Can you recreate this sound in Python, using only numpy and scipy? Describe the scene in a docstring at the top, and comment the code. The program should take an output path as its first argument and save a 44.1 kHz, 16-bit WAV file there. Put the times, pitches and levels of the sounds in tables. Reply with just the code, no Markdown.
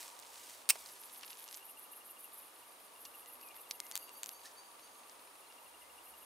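"""Dusk in a wooded garden, over a hush of far traffic and leaves (shaped noise) with wavering narrow bands.
A match scrapes, catches and flares (gritty noise, bursts ringing a box); dry twigs tick, snap and scuff (pulses
and rubs in resonances). Katydids rasp in paired strokes (tooth clicks in wing resonances), a meadow insect trills
high (beating tones), a tree cricket chirps (tone pulses), something ticks evenly (struck resonances) and far
birds call (gliding tones smeared by trees); a far engine drones very faintly (low narrow-band noise)."""
import sys
import numpy as np
from scipy import signal
from scipy.fft import rfft, irfft
from scipy.io import wavfile
from scipy.ndimage import uniform_filter1d

SR = 44100
rng = np.random.default_rng(int(sys.argv[2]) if len(sys.argv) > 2 else 0)


def log_audio(samples):
    """Write samples as a 16-bit WAV file to the path given in sys.argv[1]."""
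    # one column per channel
    frames = np.atleast_2d(samples).T
    # limit to full scale, then quantise
    limited = np.clip(frames, -1, 1)
    pcm = np.round(limited * 32767).astype(np.int16)
    wavfile.write(sys.argv[1], SR, pcm)


N = 275625
T = np.arange(N) / SR

# slow swell of the distant traffic: time_s, swell_db
HUSH_SWELL = [(0, 3.5), (1.5, 2.5), (2.9, 2.5), (3.05, 3.5), (4.5, 3.5), (5.5, 2.5), (6.25, 3)]


def undb(db):
    """Amplitude ratio: 20 dB is a factor of ten."""
    return 10 ** (np.asarray(db) / 20)


def unit(x):
    """Normalization to an RMS of 1."""
    return x / np.sqrt(np.mean(x ** 2))


def curve(rows):
    """Linear interpolation of (time, value) rows at every sample."""
    return np.interp(T, *np.transpose(rows))


def decay(t, t60):
    """Exponential decay: the level falls 60 dB in t60 seconds."""
    return np.exp(-np.log(1000) * t / t60)


def band(x, hz, width):
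    """Two-pole resonance with a gain of 1 at its centre."""
    return signal.lfilter(*signal.iirpeak(hz, hz / width, fs=SR), x)


def highpass(x, order, hz):
    """Butterworth high-pass: the bass below the corner is attenuated."""
    return signal.sosfilt(signal.butter(order, hz, "high", fs=SR, output="sos"), x)


def on_hz(rows):
    """Spectral interpolation: a table read on a log-frequency axis at every Fourier bin."""
    hz, value = np.transpose(rows)
    return np.interp(np.log(np.fft.rfftfreq(N, 1 / SR) + 1), np.log(hz), value)


def walk(rate):
    """Random modulation: levels held for 1 / rate seconds, smoothed twice, with a spread near 1."""
    hold = int(SR / rate)
    steps = np.repeat(rng.standard_normal(N // hold + 1), hold)
    return 1.3 * uniform_filter1d(uniform_filter1d(steps, hold), hold)[:N]


def pan(x, db):
    """Interchannel level difference, left minus right, fading above 5 kHz so that the top stays central."""
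    pair = x * undb(np.array([[db], [-db]]) / 2)
    side = signal.lfilter(*signal.butter(1, 5000, fs=SR), pair[0] - pair[1]) / 2
    return pair.mean(axis=0) + np.array([side, -side])


def add(out, s, x):
    """Superposition: a sound is summed into the output from time s on."""
    i = int(s * SR)
    out[..., i:i + x.shape[-1]] += x[..., :N - i]


def spread(x, share):
    """Decorrelation by a 9 ms reflection that has opposite signs in the two channels."""
    late = share * np.roll(x, 397)
    return np.array([x + late, x - late])


def echo(x, lag, share):
    """Comb filtering: one close echo with a moving lag sweeps the colour of the sound."""
    return (x + share * np.interp(T - lag, T, x)) / np.hypot(1, share)


def hush():
    """Diffuse noise field: partly coherent between channels, with a slow swell of the traffic below 1.5 kHz."""
    # noise spectrum: frequency_hz, relative_db (per Hz)
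    hush_colour = [(25, -33), (76, -18.5), (149, -22), (255, -9), (500, -3.5), (837, -1), (980, -2.5),
                   (1200, -0.5), (1500, -5), (2820, -5.5), (5850, -12.5), (7800, -13), (9520, -5),
                   (12100, -17.5), (15600, -17.5), (16100, -58)]
    # left-right likeness: frequency_hz, correlation (0 to 1)
    likeness = [(60, 0.88), (300, 0.85), (640, 0.65), (1400, 0.18), (3100, 0.16), (6800, 0.71), (15000, 1)]
    # channel balance: frequency_hz, left_minus_right_db
    lean_rows = [(100, 0), (400, -0.5), (1300, -2.5), (2400, 1), (8000, 0)]
    base_db = -59.5  # before the swells

    like = np.clip(on_hz(likeness), 0, .99)
    colour = undb(on_hz(hush_colour))
    mid, side = (rfft(rng.standard_normal(N)) * colour for _ in range(2))
    common, opposed = mid * np.sqrt(1 + like), side * np.sqrt(1 - like)
    lean = undb(on_hz(lean_rows) / 2)
    left = irfft((common + opposed) * lean, N)
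    right = irfft((common - opposed) / lean, N)
    pair = unit(np.array([left, right])) * undb(base_db)

    traffic = signal.sosfilt(signal.butter(2, 1500, fs=SR, output="sos"), pair)
    traffic_gain = undb(curve(HUSH_SWELL) + 0.087 * walk(2.58))
    return pair * undb(0.19 * walk(12.0)) + traffic * (traffic_gain - 1)


def whirr():
    """Narrow-band noise: two bands waver and swell with the traffic, independent left and right."""
    # bands in the hush: centre_hz, width_hz (of each of two passes), level_db (before the swell)
    whirr_bands = [(950, 150, -74), (1170, 90, -78)]
    out = 0
    for hz, width, db in whirr_bands:
        noise = band(band(rng.standard_normal((2, N)), hz, width), hz, width)
        out = out + unit(noise) * undb(db + 2.5 * curve(HUSH_SWELL) + 1.5 * walk(6))
    return out


def hiss():
    """Friction and flare as broadband noise: grainy, coloured, and comb filtered by an echo off the hand."""
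    # scraping, flare of the match, and brush against the twigs, each a list of: time_s, level_db
    hiss_levels = [
        [(0, -48), (.11, -58.5), (.17, -63), (.37, -56), (.53, -54.5), (.58, -59.5), (.65, -65)],
        [(.71, -57), (.80, -55), (.95, -60), (1.25, -64), (1.6, -66)],
        [(4.43, -61), (4.53, -69)],
    ]
    # noise spectrum: frequency_hz, relative_db (per Hz)
    hiss_colour = [(900, -11), (1700, 3.5), (3580, 6), (8590, 7.5), (13800, 2.5), (15600, -1), (16100, -42)]
    # echo off the hand as it draws away: time_s, lag_s, share (of the direct amplitude)
    hand = [(.72, .0006, 0), (.78, .0008, .45), (.95, .0011, .4), (1.1, .0013, 0)]

    gain = sum(undb(np.interp(T, *np.transpose(rows), left=-120, right=-120)) for rows in hiss_levels)
    grains = rng.standard_normal(N) * undb(2.0 * walk(400))
    noise = unit(irfft(rfft(grains) * undb(on_hz(hiss_colour)), N))
    time, lags, shares = np.transpose(hand)
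    lag, share = np.interp(T, time, lags), np.interp(T, time, shares)
    return pan(spread(echo(noise, lag, share) * uniform_filter1d(gain, 300), 0.28), -2.0)


def crackle():
    """Poisson-like impulses: faint ticks at random instants excite two broad resonances."""
    # density of the faint ticks: time_s, rate_per_s
    crackle_rate = [(.74, 15), (1.15, 37), (1.22, 190), (1.42, 120), (1.47, 30), (1.58, 30), (1.62, .5),
                    (3.2, .5), (3.4, 4), (4.4, 4), (4.5, 0)]
    hits = rng.random(N) < curve(crackle_rate) / SR
    scatter_db = 2.4 * np.minimum(rng.standard_normal(N), 1.5)
    faint = hits * undb(-47 + scatter_db)
    return pan(3 * band(band(faint, 3100, 3200), 2900, 5900), -24.5)


def ticks():
    """Brittle fracture: a breaking fibre gives one sharp push, broad in frequency, and a brief crackly tail."""
    # twig and ember ticks: start_s, peak_db (before panning), centre_hz, left_minus_right_db
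    tick_rows = [(0.0804, -35, 5900, -9), (0.1914, -35.5, 8700, -12), (0.199, -36, 10200, 9),
                 (1.1602, -42, 5100, -1.2), (1.211, -40, 4670, -3), (1.2337, -34.5, 3230, 8),
                 (1.2372, -37, 2940, 2.5), (1.248, -38, 4160, -6), (1.2788, -37, 5470, 1),
                 (1.3052, -39, 5000, -1.1), (1.313, -42, 5270, -0.6), (1.331, -36, 5000, -1),
                 (1.3722, -40, 5300, -5), (1.3873, -45, 5000, -1.5), (1.408, -45, 4660, 1),
                 (1.4413, -38, 5300, 2), (1.4792, -37, 6000, -0.6), (1.4882, -35, 5600, -7),
                 (1.5122, -34, 5900, -3.5), (1.528, -33, 5740, -1.1), (1.5442, -31, 6260, -9),
                 (1.549, -34, 5400, -1.2), (1.554, -42, 5500, -1.2), (1.573, -35.5, 6900, 1),
                 (3.2603, -39.5, 6500, 0), (3.566, -43, 4200, 0), (3.4132, -42, 5100, 2.5),
                 (3.488, -38, 7100, -5), (3.8026, -20, 7900, 7), (3.8671, -37, 7850, 2.1),
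                 (3.9136, -24.5, 7000, 7), (3.922, -31, 6150, 2.5), (3.9553, -17, 8360, 9),
                 (3.961, -31, 7000, -1), (3.9651, -23.5, 8800, -7), (3.9714, -32, 6800, -10),
                 (3.9766, -24, 9200, 13), (4.0935, -36, 6000, 8), (4.2332, -20.5, 8200, 7.5),
                 (4.2418, -30, 6650, -11), (4.2606, -28.5, 7900, 11), (4.2696, -36, 7800, 7),
                 (4.2921, -24, 8100, 7), (5.097, -39, 5600, 1.8), (5.525, -43, 4300, 0)]
    out, t = np.zeros((2, N)), T[:500]
    for s, db, hz, pan_db in tick_rows:
        noise = rng.standard_normal(len(t))
        push = .16 * noise * np.exp(-t / .0003) + .012 * noise * np.exp(-t / .002)
        push[0] = 1
        click = band(push, min(hz, 15000), 1.14 * hz)
        # soft breaks lack the top
        click = signal.lfilter(*signal.butter(2, min(1.7 * hz, 20000), fs=SR), click)
        click = click - .9 * band(click, 10500, 1300)  # a dip from the nearest reflection
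        add(out, s - 2 / SR, pan(undb(db) * click / np.abs(click).max(), pan_db))
    return out


def scuffs():
    """Modal excitation: fingers and match rub a dry twig, and each touch favours other modes."""
    # rubs on the twig: time_s, peak_db (before spreading and panning), rise_s, t60_s
    scuff_rows = [(.225, -44, 0.00046, 0.013), (0.8606, -40.5, 0.0011, 0.018), (.889, -45, .002, 0.026),
                  (3.0537, -37.5, 0.0025, 0.028), (3.7105, -24, 0.00025, 0.012), (3.7136, -40, 0.0012, .04),
                  (4.4573, -41, 0.0022, 0.016), (4.466, -45.5, 0.014, .11), (4.515, -51, .004, .04)]
    # modes of the twig: centre_hz, width_hz, relative_db
    twig = [(4770, 1200, 9), (5630, 1100, -5), (6330, 560, -9), (2930, 2100, -7), (8300, 860, -5),
            (1820, 400, -24)]
    mode_scatter_db, lead_s = 2.5, .02

    out, t = np.zeros(N), T[:5000] - lead_s
    for s, db, rise, t60 in scuff_rows:
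        env = np.where(t < 0, np.exp(-(t / rise) ** 2), decay(t, t60))
        rub = rng.standard_normal(len(t)) * env
        ring = 0
        for hz, width, mode_db in twig:
            own_db = mode_db + mode_scatter_db * rng.standard_normal()
            ring = ring + undb(own_db) * band(rub, hz, width)
        add(out, s - lead_s, undb(db) * ring / np.abs(ring).max())
    return pan(spread(out, 0.18), -3.5)


def strike():
    """Stick-slip friction: the match head catches repeatedly, each burst of grit ringing the box."""
    # match head catching on the striker: start_s, level_db (before a 10.5 dB cut), t60_s, tilt_db_per_octave
    catches = [(.6908, -9, .005, 5), (.6932, -17, .01, 1), (.6943, -12, .008, -1.5), (.6975, -17, .025, 0),
               (.6988, -8, .02, .5), (.7034, -10, .009, -2.5), (.7050, -10, .012, -4),
               (.7066, -22, .016, -4), (.7090, -34, .11, -2.5), (.7205, -40, .055, -3)]
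    # resonances of the matchbox: centre_hz, width_hz, relative_db
    matchbox = [(2700, 490, 17), (5350, 1300, 16.5), (8620, 1100, 21), (13700, 4600, 10), (1230, 540, -2)]
    # light knocks of the box: start_s, level_db (before its second resonance), centre_hz, t60_s
    knocks = [(.7557, -35, 900, .012), (.756, -45, 3100, .012), (.7603, -42, 750, .016)]

    grit = rng.standard_normal(N) * undb(1.5 * walk(2000))
    grit[[int(s * SR) + 1 for s, *_ in catches]] = 3.  # the first bite is hard
    rings = np.array([undb(db) * band(grit, hz, width) for hz, width, db in matchbox])
    rings = rings / np.std(rings.sum(axis=0))
    octaves = np.log2(np.transpose(matchbox)[0] / 7000)  # the tilt pivots at 7 kHz
    out, t = np.zeros(N), T[:4000]
    for s, db, t60, tilt in catches:
        i = int(s * SR)
        body = undb(tilt * octaves) @ rings[:, i:i + len(t)]
        add(out, s, undb(db - 10.5) * body * decay(t, t60))
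    out = highpass(out, 3, 520)  # the bass is cut by the microphone

    for s, db, hz, t60 in knocks:
        thud = unit(band(rng.standard_normal(2000), hz, 7.1 * hz)) * decay(T[:2000], t60)
        add(out, s, undb(db) * band(thud, hz, 2 * hz))
    return pan(spread(highpass(out, 4, 230), 0.18), -4.0)


def katydids():
    """Stridulation: a file dragged over a scraper makes dense uneven tooth clicks in the wing resonances."""
    # wing resonances: centre_hz, width_hz (widened 1.5 times in each of two passes), relative_db
    wings = [(11600, 1250, -0.3), (10250, 750, -6), (12700, 1000, -9), (9500, 900, -11)]
    # phrases of near and far singers in turn: first_s, last_s, first_period_s, main_db, low_db, top_db,
    # lag_s_per_khz (by distance below the main resonance)
    phrases = [(.760, 2.36, .1235, -53.5, -53.5, -53.5, -.004),
               (2.421, 2.95, .127, -64.5, -58.5, -62, .005), (3.020, 4.3, .134, -53.5, -58, -58, .008),
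               (4.405, 5.93, .1304, -67, -60, -68, .005), (6.052, 6.2, .129, -56.5, -59.5, -60, .008)]
    stroke_s, tail_s, lead_s = 0.016, 0.054, .03
    tooth_rate = 1100  # mean clicks per second
    slowing_s, pair_gap_s = .0007, .044  # the period grows along a phrase; two strokes to a beat
    warm_up_db, warm_up_s, scatter_db = -10, .13, .7  # the opening phrase swells in

    t = np.arange(int(.14 * SR)) / SR - lead_s
    stroke = np.exp(-(t / stroke_s) ** 2)
    stroke = np.maximum(stroke, 0.43 * np.exp(-t / tail_s) * (t > 0))  # leaves scatter a tail
    envs, beat = np.zeros((len(wings), N)), np.arange(16)
    opening_s, main_hz = phrases[0][0], wings[0][0]
    for first, last, period, main_db, low_db, top_db, lag in phrases:
        beats = first + period * beat + slowing_s * beat ** 2
        for start in beats[beats < last]:
            for s in (start, start + pair_gap_s):
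                db = scatter_db * rng.standard_normal() + warm_up_db * np.exp(-(s - opening_s) / warm_up_s)
                # the stroke sweeps across the resonances
                for env, (hz, *_), part_db in zip(envs, wings, (main_db, low_db, top_db, low_db)):
                    add(env, s - lead_s + lag * (main_hz - hz) / 1000, undb(db + part_db) * stroke)

    out = 0
    for (hz, width, db), env in zip(wings, envs):
        teeth = (rng.random(N) < tooth_rate / SR) * rng.standard_normal(N)
        rasp = unit(teeth) + .8 * rng.standard_normal(N)
        ringing = band(band(rasp, hz, 1.5 * width), hz, 1.5 * width)
        out = out + undb(db) * env * unit(ringing)
    leaf_lag = .0016 + .00006 * walk(3.3)  # seconds: echo off a swaying leaf
    return spread(echo(out, leaf_lag, 0.63) * undb(-1.0), 0.17)


def trill():
    """Beating: a sharp wing tone and one upper neighbour interfere into a fast pulse train."""
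    # high trill: time_s, level_db, upper_relative_db
    trill_rows = [(1.2, -95, -2), (1.28, -72, -2), (2.9, -72, -3), (3.1, -70.5, -11), (4.3, -71, -12),
                  (6.25, -71, -12)]
    tone_hz, pulse_rate_hz = 13118, 129  # mean values; both wander
    throb_from_s, throb_to_s, throb_period_s = 4.545, 5.3, .0795  # short gaps break the trill
    gap_s, gap_db = .011, -10

    s, level_db, upper_db = np.transpose(trill_rows)
    phase = 2 * np.pi * np.cumsum(tone_hz + 3 * walk(41)) / SR
    beat = 2 * np.pi * np.cumsum(pulse_rate_hz + 5 * walk(20)) / SR
    lower = undb(2 * walk(25)) * np.sin(phase)
    upper = undb(np.interp(T, s, upper_db) + 3 * walk(25)) * np.sin(phase + beat)
    gaps = np.arange(throb_from_s, throb_to_s, throb_period_s)
    gaps_db = sum(gap_db * np.exp(-((T - gap) / gap_s) ** 2) for gap in gaps)
    return spread((lower + upper) * undb(np.interp(T, s, level_db) + gaps_db), 0.017)


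def tree_cricket():
    """Amplitude-modulated pure tone: two short Gaussian pulses make a chirp."""
    # chirps, now and then of a second singer in between: onset_s, level_db (before tilt, spread and pan)
    chirps = [(1.2331, -53), (1.3244, -55), (1.4815, -56), (1.6062, -57), (1.6262, -58.5), (1.6896, -58.5),
              (1.7699, -57.5), (1.8492, -61), (1.9315, -59), (2.0088, -57.5), (2.0906, -59), (2.166, -57),
              (2.246, -59), (2.4299, -63), (2.6264, -59), (2.9507, -61), (2.9806, -61.5), (3.0565, -55.5),
              (3.1393, -55), (3.2191, -61), (3.2585, -62), (3.2964, -60), (3.430, -60), (3.4989, -59),
              (3.582, -60), (3.6601, -61), (3.7414, -62), (3.8611, -60), (4.0193, -56), (4.0795, -56),
              (4.0974, -61), (4.1869, -62), (4.31, -60.5), (5.423, -64), (5.444, -62), (5.5009, -58),
              (5.5787, -58), (5.659, -59.5), (5.7389, -58.5), (5.818, -57.5), (5.897, -58.5), (5.979, -56),
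              (6.0616, -60), (6.1384, -58), (6.2208, -61)]
    tone_hz, pulse_gap_s, pulse_s = 2805, 0.0077, 0.003  # tone and gap vary from chirp to chirp
    middle_s, lead_s = .007, .02  # the middle of a chirp follows its onset

    out, t = np.zeros(N), np.arange(int(.04 * SR)) / SR - lead_s
    for s, db in chirps:
        detune, gap, tilt = rng.standard_normal(3)
        half = pulse_gap_s / 2 * (1 + .1 * gap)
        env = sum(undb(k * 2.5 * tilt) * np.exp(-((t - k * half) / pulse_s) ** 2) for k in (-1, 1))
        tone = np.sin(2 * np.pi * tone_hz * (1 + .005 * detune) * t)
        add(out, s + middle_s - lead_s, undb(db) * env * tone)
    return pan(spread(out, 0.12), 2.4)


def ticking():
    """Damped resonance: brief grainy bursts excite two modes, evenly spaced, strong and weak in turn."""
    # runs of ticks: first_s, last_s, peak_db (of the strong ticks)
    runs = [(2.323, 2.98, -52.5), (3.117, 4.3, -53), (4.316, 5.42, -50.5), (5.434, 6.25, -65)]
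    # the two resonances: centre_hz, width_hz, relative_db
    tick_modes = [(2800, 350, 3), (3830, 850, 1.5)]
    tick_gap_s, weak_db, t60_s = .04, -5, .013

    out, t = np.zeros((2, N)), T[:900]
    for first, last, db in runs:
        for k, s in enumerate(np.arange(first, last, tick_gap_s)):
            push = rng.standard_normal(len(t)) * decay(t, t60_s)
            ring = sum(undb(mode_db) * band(push, hz, width) for hz, width, mode_db in tick_modes)
            add(out, s - .002, undb(db + weak_db * (k % 2)) * ring / np.abs(ring).max())
    return out


def birds():
    """Frequency modulation: wavering notes of far birds, and a few pitched ticks, smeared by reverberation."""
    # far whistles, and a few very short pitched ticks:
    # start_s, length_s, start_hz, end_hz, level_db (before waver and trees)
    whistles = [(3.24, .06, 2080, 1950, -68), (3.395, .085, 2610, 2520, -65.5),
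                (3.465, .07, 2490, 2290, -63.5), (3.525, .05, 2200, 2030, -67.5),
                (3.77, .09, 2190, 2010, -66), (3.845, .05, 2050, 2160, -67), (3.90, .08, 2060, 2070, -66.5),
                (3.407, .01, 4700, 4300, -64), (3.553, .014, 3600, 3550, -67),
                (3.63, .016, 3550, 3480, -63.5), (4.445, .03, 1720, 1850, -59),
                (5.467, .01, 4400, 4000, -62), (5.805, .07, 2075, 2070, -66.5)]
    # two-voiced calls that scoop up, then hold: start_s, length_s, second_swell_after_s, lower_db, upper_db
    calls = [(2.68, .33, .1, -72, -74), (3.74, .16, .1, -80, -70), (3.926, .19, .105, -56.5, -65),
             (4.133, .19, .09, -61, -67), (4.328, .19, .065, -62, -63.5), (4.562, .16, .108, -56.5, -62.5),
             (4.82, .2, .055, -64, -64)]
    # the lower and upper voice: held_hz, scoop_hz, hold_relative_to_accent_db
    voices = [(4640, 190, -14.5), (6540, 520, -8)]
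    scoop_s, accent_at_s, accent_s = .014, .025, .024
    swell_s, swell_db = .012, 6  # the hold of the lower voice swells once more
    out, waver_hz = np.zeros(N), 45 * walk(260)

    def sing(s, hz, env):
        """Phase integration: a sine follows its wavering frequency."""
        i = int(s * SR)
        roughness = .7 + (hz / 5900) ** 8 - .5 * (hz > 4000)  # the highest voice is the roughest
        wavering = hz + waver_hz[i:i + len(hz)] * roughness
        add(out, s, env * np.sin(2 * np.pi * np.cumsum(wavering) / SR))

    for s, length, hz0, hz1, db in whistles:
        u = np.linspace(0, 1, int(length * SR))
        sing(s, hz0 + (hz1 - hz0) * u, undb(db) * np.sin(np.pi * u) ** .6)

    for s, length, again, *levels_db in calls:
        t = T[:int(length * SR)]
        after = 1 - np.exp(-((t - accent_at_s) / accent_s) ** 4)  # 0 on the accent, 1 in the hold
        fade = np.sin(np.pi * t / length) ** .2
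        swell = swell_db * np.exp(-((t - again) / swell_s) ** 2)
        for (hz, scoop, hold_db), db in zip(voices, levels_db):
            env = undb(db + hold_db * after + swell * (hz < 5000)) * fade
            sing(s, hz - scoop * np.exp(-t / scoop_s), env)

    out = out * undb(2.4 * walk(80))  # broken loudness
    t = T[:SR]
    trees = rng.standard_normal((2, len(t))) * decay(t, .8) * undb(-37.5)
    return undb(0.5) * out + np.array([signal.fftconvolve(out, tail)[:N] for tail in trees])


def far_engine():
    """Low-frequency resonance: noise passed twice through a narrow band makes a very faint drone."""
    # far engine: time_s, level_db
    drone = [(0, -99), (2.9, -99), (3.1, -91), (4, -111), (5, -99), (5.8, -93), (6.1, -86), (6.25, -87)]
    hum = band(band(rng.standard_normal(N), 71.4, 9.7), 71.4, 9.7)
    return unit(hum) * undb(curve(drone))


def scene():
    """Linear superposition of all the sources."""
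    near = hiss() + crackle() + ticks() + scuffs() + strike()
    animals = katydids() + trill() + tree_cricket() + birds()
    return hush() + whirr() + near + animals + ticking() + far_engine()


def record(dry):
    """Band limiting: a steep elliptic low-pass cuts the top above 16450 Hz."""
    return signal.sosfilt(signal.ellip(8, .2, 70, 16450, fs=SR, output="sos"), dry)


dry = scene()
out = record(dry)
log_audio(out)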